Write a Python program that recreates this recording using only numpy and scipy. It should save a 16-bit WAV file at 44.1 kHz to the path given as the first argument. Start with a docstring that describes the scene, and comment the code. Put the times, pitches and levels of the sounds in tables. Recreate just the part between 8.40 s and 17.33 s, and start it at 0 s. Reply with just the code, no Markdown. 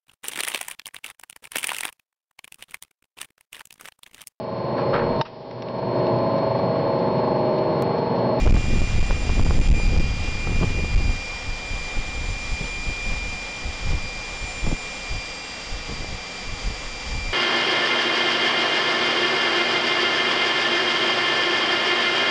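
"""Just in front of the outlet of a homemade gas turbine, which runs on a blower.
The flame roars in the turbulent exhaust, then dies near 2.7 s, leaving weaker puffs and crackles of gas.
The blower's two blade rows whine at their blade-passing frequencies and slowly sag in pitch,
over a steady rush of air coloured by the resonances of the duct.
The exhaust stream and its gusts buffet a close microphone, which clips on the strongest of them."""
import sys
import numpy as np
from scipy import signal
from scipy.fft import rfft, irfft, next_fast_len
from scipy.io import wavfile
from scipy.ndimage import uniform_filter1d, map_coordinates

SR = 44100
rng = np.random.default_rng(int(sys.argv[2]) if len(sys.argv) > 2 else 0)


def dump_mix(stems):
    """Bounce the given channels to the path in sys.argv[1] as a 16-bit WAV at rate SR."""
    frames = np.atleast_2d(stems).T  # one column per channel
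    limited = np.clip(frames, -1, 1)  # hard clip at full scale
    pcm = np.round(limited * 32767).astype(np.int16)
    wavfile.write(sys.argv[1], SR, pcm)


N = 393813


def exhaust(eddy_gain_db=0.5, clump_db=5, calm_db=-44, gust_db=-9, riding=0.27, throb_db=2.5):
    """Turbulence: slow pressure surges carry clumps of small eddies, which vanish in a calm stream."""
    # spectra of the large surges and of the small eddies: frequency_hz, density_db
    surge_spectrum = [(8, -12), (18, 2), (32, -1), (48, -4.5), (64, -7.5), (100, -13.5), (140, -22),
                      (250, -54), (600, -90.5)]
    eddy_spectrum = [(50, -32), (100, -5.5), (140, 2.5), (200, -1.5), (300, -7.5), (500, -15), (800, -23.5),
                     (1400, -48.5), (3000, -70.5), (6000, -100)]
    surge_level, eddy_level = stream() * amp(throb_db * wobble(18))
    surge = steadied(noise(surge_spectrum), seconds=0.049)
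    clumps = amp(clump_db * wobble(95)) * (1 + riding * surge ** 2)  # eddies ride on the surges
    eddies = steadied(noise(eddy_spectrum) * clumps, seconds=0.035)
    # the strongest gusts hit the microphone squarely
    head_on = 1 + np.minimum(surge_level / amp(gust_db), 1) ** 4
    swirl = eddy_level ** 2 / np.hypot(eddy_level, amp(calm_db))
    return surge_level * head_on * surge + amp(eddy_gain_db) * swirl * eddies


def stream(steady_eddy_db=-11, rise=0.54, fall=0.78):
    """Surge and eddy envelopes: incoherent sources add in power, so each gust adds to the flow's."""
    # flow of the exhaust between the gusts: time_s, level_db
    steady_flow = [(0, -22), (1.65, -20.5), (1.8, -25), (2.68, -26.5), (2.9, -36), (4.9, -34.5),
                   (5.1, -44.5), (5.3, -35.5), (6.25, -37.5), (6.5, -45), (6.9, -41), (7.05, -49),
                   (7.4, -38.5), (7.75, -40), (7.9, -54), (8.05, -39), (8.93, -37)]
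    # gusts of exhaust: crest_s, length_s, surge_db, eddy_db
    gusts = [(0.078, 0.073, -12.5, -22.5), (0.138, 0.047, -14, -22.5), (0.264, 0.019, -28, -26.5),
             (0.346, 0.056, -22, -28.5), (0.42, 0.029, -16.5, -29.5), (0.588, 0.15, -16, -31),
             (0.696, 0.038, -16.5, -29), (0.904, 0.046, -16.5, -29.5), (1.0, 0.033, -14, -24),
             (1.078, 0.077, -17, -34), (1.195, 0.03, -14, -27), (1.3, 0.053, -13, -32),
             (1.476, 0.057, -13.5, -26), (1.573, 0.054, -14, -24), (1.69, 0.041, -26, -40),
             (2.09, 0.046, -28, -30.5), (2.194, 0.044, -18.5, -31), (2.227, 0.021, -21.5, -16),
             (2.423, .08, -27.5, -31), (2.556, 0.037, -17, -35), (2.68, .05, -22.5, -43),
             (3.087, 0.051, -25.5, -51), (3.334, .07, -24.5, -39), (3.584, 0.033, -19.5, -37),
             (3.822, 0.059, -21.5, -33.5), (3.905, 0.032, -23.5, -42), (4.06, 0.02, -29, -52),
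             (4.124, 0.024, -23, -44), (4.221, 0.023, -24, -26), (4.486, 0.034, -22, -33),
             (4.68, 0.065, -22, -35), (4.77, 0.025, -34, -48), (4.876, 0.032, -27.5, -42),
             (5.264, 0.04, -28, -40), (5.486, 0.065, -16, -31.5), (5.542, 0.029, -22, -34.5),
             (5.648, 0.034, -27, -42), (6.031, 0.023, -22.5, -40), (6.266, 0.038, -16.5, -27),
             (6.324, 0.024, -23.5, -29), (6.739, 0.051, -26.5, -41), (7.324, 0.042, -28, -48),
             (7.506, 0.035, -35, -36), (7.656, 0.1, -31, -38.5), (8.102, 0.046, -24, -36),
             (8.272, 0.058, -25.5, -39.5), (8.463, 0.025, -27.5, -44), (8.536, .04, -37, -43),
             (8.758, 0.095, -24.5, -38), (8.853, 0.056, -25.5, -39)]
    t = np.arange(N) / SR
    flow_db = curve(steady_flow)
    surge_power = amp(flow_db) ** 2
    eddy_power = amp(flow_db + steady_eddy_db) ** 2
    for crest_s, length_s, surge_db, eddy_db in gusts:
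        near = np.abs(t - crest_s) < .4
        age = (t[near] - crest_s) / length_s  # in gust lengths, like rise and fall
        swell = np.exp(-(age / np.where(age < 0, rise, fall)) ** 2)
        surge_power[near] += amp(surge_db) ** 2 * swell
        eddy_power[near] += amp(eddy_db) ** 2 * swell
    return np.sqrt(surge_power), np.sqrt(eddy_power)


def pops(pressure, tear_db=-14, tear_s=0.0022, tear_hz=1100, lead_s=0.00093):
    """Pressure impulses: each sharp eddy spikes against the standing pressure, with a dull tearing tail."""
    # sharp eddies that hit the microphone: time_s, level_db
    impacts = [(0.066, -21), (0.074, -15.5), (0.085, -19), (0.108, -23), (0.136, -21), (0.165, -13),
               (0.255, -25), (0.418, -22), (0.629, -24), (0.709, -14.5), (0.768, -25.5), (0.894, -19.5),
               (0.901, -20.5), (0.996, -15), (1.065, -19), (1.109, -16), (1.191, -23), (1.4, -23),
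               (1.565, -22), (1.588, -26.5), (1.848, -28), (2.073, -19), (2.218, -24), (2.226, -19.5),
               (2.232, -11.5), (2.24, -26), (2.447, -24), (2.695, -26.5), (4.226, -34), (6.267, -23.5),
               (6.297, -36), (6.316, -21), (7.498, -26.5), (7.623, -34), (7.646, -24)]
    out = np.zeros(N + SR)
    t = np.arange(SR // 20) / SR
    lowpass = signal.butter(3, tear_hz, fs=SR, output="sos")
    for time_s, level_db in impacts:
        start = max(round((time_s - lead_s) * SR), 0)
        # weak eddies are slower, so they knock where strong ones crack
        width_s = .00017 * amp(-15 - level_db) ** .4
        polarity = np.copysign(1, -pressure[start])
        spike = 1.86 * polarity * np.exp(-.5 * ((t - lead_s) / width_s) ** 2)
        dull_noise = unit(signal.sosfilt(lowpass, rng.standard_normal(len(t))))
        tear = dull_noise * t / tear_s * np.exp(1 - t / tear_s)
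        out[start:][:len(t)] += amp(level_db) * (spike + amp(tear_db) * tear)
    return out[:N]


def blower(drift=0.00015):
    """Blade-passing tones: two rows on one shaft whine at 13 and 15 times its speed, with harmonics."""
    # rotation of the shaft: time_s, speed_hz
    shaft = [(0, 184.65), (1.2, 184.8), (2.35, 184.65), (2.85, 184), (3.5, 183.85), (4.7, 184.4),
             (5.4, 183.9), (6.5, 183.75), (7.05, 183.3), (7.4, 182.65), (8.93, 182.35)]
    # main row's tone, its octave and its third harmonic: time_s, level_db
    whine = [(0, -36.5), (.9, -37), (1.15, -40.5), (1.4, -34.5), (1.7, -37.5), (2.05, -34.5), (3, -36),
             (4.1, -35.5), (4.65, -31), (5.35, -39), (5.7, -36.5), (6.8, -37), (7.3, -45.5), (7.7, -40.5),
             (8.6, -41), (8.93, -32)]
    octave = [(0, -56.5), (.75, -49.5), (1.08, -45.5), (1.25, -51), (1.4, -45), (1.9, -46.5), (2.15, -52),
              (2.5, -46.5), (3.4, -46.5), (3.7, -53.5), (4.2, -47.5), (4.9, -49.5), (5.78, -45),
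              (6.1, -53.5), (6.5, -50), (6.85, -41), (7.4, -45), (8.93, -43.5)]
    whistle = [(0, -51), (1.45, -47.5), (1.65, -60.5), (2, -52), (3.1, -55.5), (3.9, -50), (4.7, -50.5),
               (5.7, -56), (6.1, -47), (6.55, -50), (6.85, -58.5), (8.93, -52)]
    # second row's tone, which comes and goes, and its octave: time_s, level_db
    side_whine = [(0, -48), (.25, -45.5), (1.1, -49.5), (2.65, -46.5), (3, -62), (6.2, -56.5), (7.15, -45),
                  (7.55, -54), (8.93, -52.5)]
    side_octave = [(0, -55), (2.4, -64.5), (2.85, -49), (3.5, -62), (4.7, -53.5), (7.3, -54.5), (8.93, -53)]
    # thin overtone of the shaft: time_s, level_db
    overtone = [(0, -71.5), (5.5, -65.5), (7.1, -54.5), (7.5, -73), (8.93, -73)]
    # weak shaft tones: order, level_db
    shaft_tones = [(1, -54.5), (4, -57), (12, -64), (17, -61.5)]
    speed_hz = curve(shaft) * (1 + drift * wobble(12))
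    angle = 2 * np.pi * np.cumsum(speed_hz) / SR
    main = blade_tone(angle, curve(whine), order=13, flutter_db=0.97, smear_rad=0.09)
    partials = [(26, octave), (39, whistle), (15, side_whine), (30, side_octave), (41, overtone)]
    upper = sum(blade_tone(angle, curve(levels), order) for order, levels in partials)
    hum = sum(blade_tone(angle, db, order, flutter_db=4.0, smear_rad=0.42) for order, db in shaft_tones)
    return main + upper + hum


def blade_tone(angle, level_db, order, flutter_db=1.5, smear_rad=0.11):
    """Random modulation: turbulent air shakes the level and phase of one multiple of the shaft speed."""
    peak = np.sqrt(2) * amp(level_db + flutter_db * wobble(22))
    return peak * np.sin(order * angle + smear_rad * wobble(60))


def air(level_db=-35.5, flicker_db=.5, hiss_hz=3000, hiss_rise_db=1.4, hiss_start_s=3.5, hiss_ramp_s=.4):
    """Resonance: broadband flow noise rings the duct; it hisses a little more once the flame is out."""
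    # spectrum of the rushing air: frequency_hz, density_db
    rush_spectrum = [(50, -26.5), (110, -10.5), (180, -10), (270, -8), (370, -14), (600, -12), (1000, -14),
                     (1550, -14.5), (2300, -10), (2950, -14.5), (3700, -13.5), (4200, -17), (4900, -13.5),
                     (7800, -23)]
    # resonances of the duct and housing: centre_hz, width_hz, gain_db
    duct_modes = [(427, 20, 5), (505, 60, 8), (633, 20, 1), (735, 18, 5), (791, 30, 8), (861, 33, 5),
                  (931, 30, 3), (1028, 34, 4), (1125, 38, 6), (1188, 20, 3), (1265, 30, 4), (1432, 44, 2),
                  (1935, 70, 2), (2030, 37, 2), (2088, 18, 2), (3119, 42, 4), (3215, 64, 3), (3363, 28, 4),
                  (4894, 18, 2)]

    def duct_gain(hz):
        peaks = (amp(db) ** 2 / (1 + (2 * (hz - centre) / width) ** 2) for centre, width, db in duct_modes)
        return np.sqrt(1 + sum(peaks))

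    rush = unit(filtered(noise(rush_spectrum), duct_gain))
    hiss = filtered(rush, lambda hz: hz ** 2 / (hz ** 2 + hiss_hz ** 2))
    cold = np.clip((np.arange(N) / SR - hiss_start_s) / hiss_ramp_s, 0, 1)
    extra_hiss = (amp(hiss_rise_db * cold) - 1) * hiss
    return amp(level_db + flicker_db * wobble(14)) * (rush + extra_hiss)


def amp(db):
    """Decibels to amplitude gain."""
    return 10 ** (np.asarray(db) / 20)


def unit(x):
    """x scaled to rms 1."""
    return x / np.sqrt(np.mean(x ** 2) + 1e-20)


def gain_at(points, hz):
    """Gain at hz, from (frequency_hz, level_db) points joined on a log frequency axis."""
    frequency_hz, level_db = np.transpose(points)
    return amp(np.interp(np.log(hz + 1), np.log(frequency_hz + 1), level_db))


def curve(points):
    """(time_s, value) points joined by straight lines, one value a sample."""
    return np.interp(np.arange(N) / SR, *np.transpose(points))


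def wobble(rate):
    """A smooth random curve, rate knots a second."""
    knots = rng.standard_normal(int(N * rate / SR) + 4)
    return map_coordinates(knots, [np.arange(N) * rate / SR])


def filtered(x, response):
    """x with its spectrum multiplied by response(hz)."""
    size = next_fast_len(N + SR // 2)
    return irfft(rfft(x, size) * response(np.fft.rfftfreq(size, 1 / SR)), size)[:N]


def noise(spectrum):
    """Noise of rms 1, shaped by (frequency_hz, density_db) points."""
    return unit(filtered(rng.standard_normal(N), lambda hz: gain_at(spectrum, hz)))


def steadied(x, seconds):
    """x with its slow level held at rms 1."""
    size = max(int(seconds * SR), 2)
    power = uniform_filter1d(uniform_filter1d(x ** 2, size), size)
    return x / np.sqrt(np.abs(power) + 1e-9)


def scene():
    """Superposition: the pressures of all sources add just in front of the outlet."""
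    pressure = exhaust()
    return (pressure + pops(pressure) + blower() + air())[None]


def record(dry):
    """Clipping and imaging: the input overloads, and its low sampling rate mirrors the top of the whine."""
    # treble response of the input: frequency_hz, gain_db
    rolloff = [(7000, 0), (7500, 0), (8000, -11), (8500, -7), (8850, -12.5), (9400, -23.5), (10000, -34.5),
               (10300, -51.5)]
    clip_level, sampling_hz, top_hz = .27, 16000, 10200
    clipped = np.clip(dry[0], -clip_level, clip_level)
    narrow = filtered(clipped, lambda hz: hz < sampling_hz / 2)
    mirrored = narrow * (1 + 2 * np.cos(2 * np.pi * sampling_hz * np.arange(N) / SR))
    return filtered(mirrored, lambda hz: gain_at(rolloff, hz) * (hz < top_hz))[None]


dry = scene()
out = record(dry)
dump_mix(out)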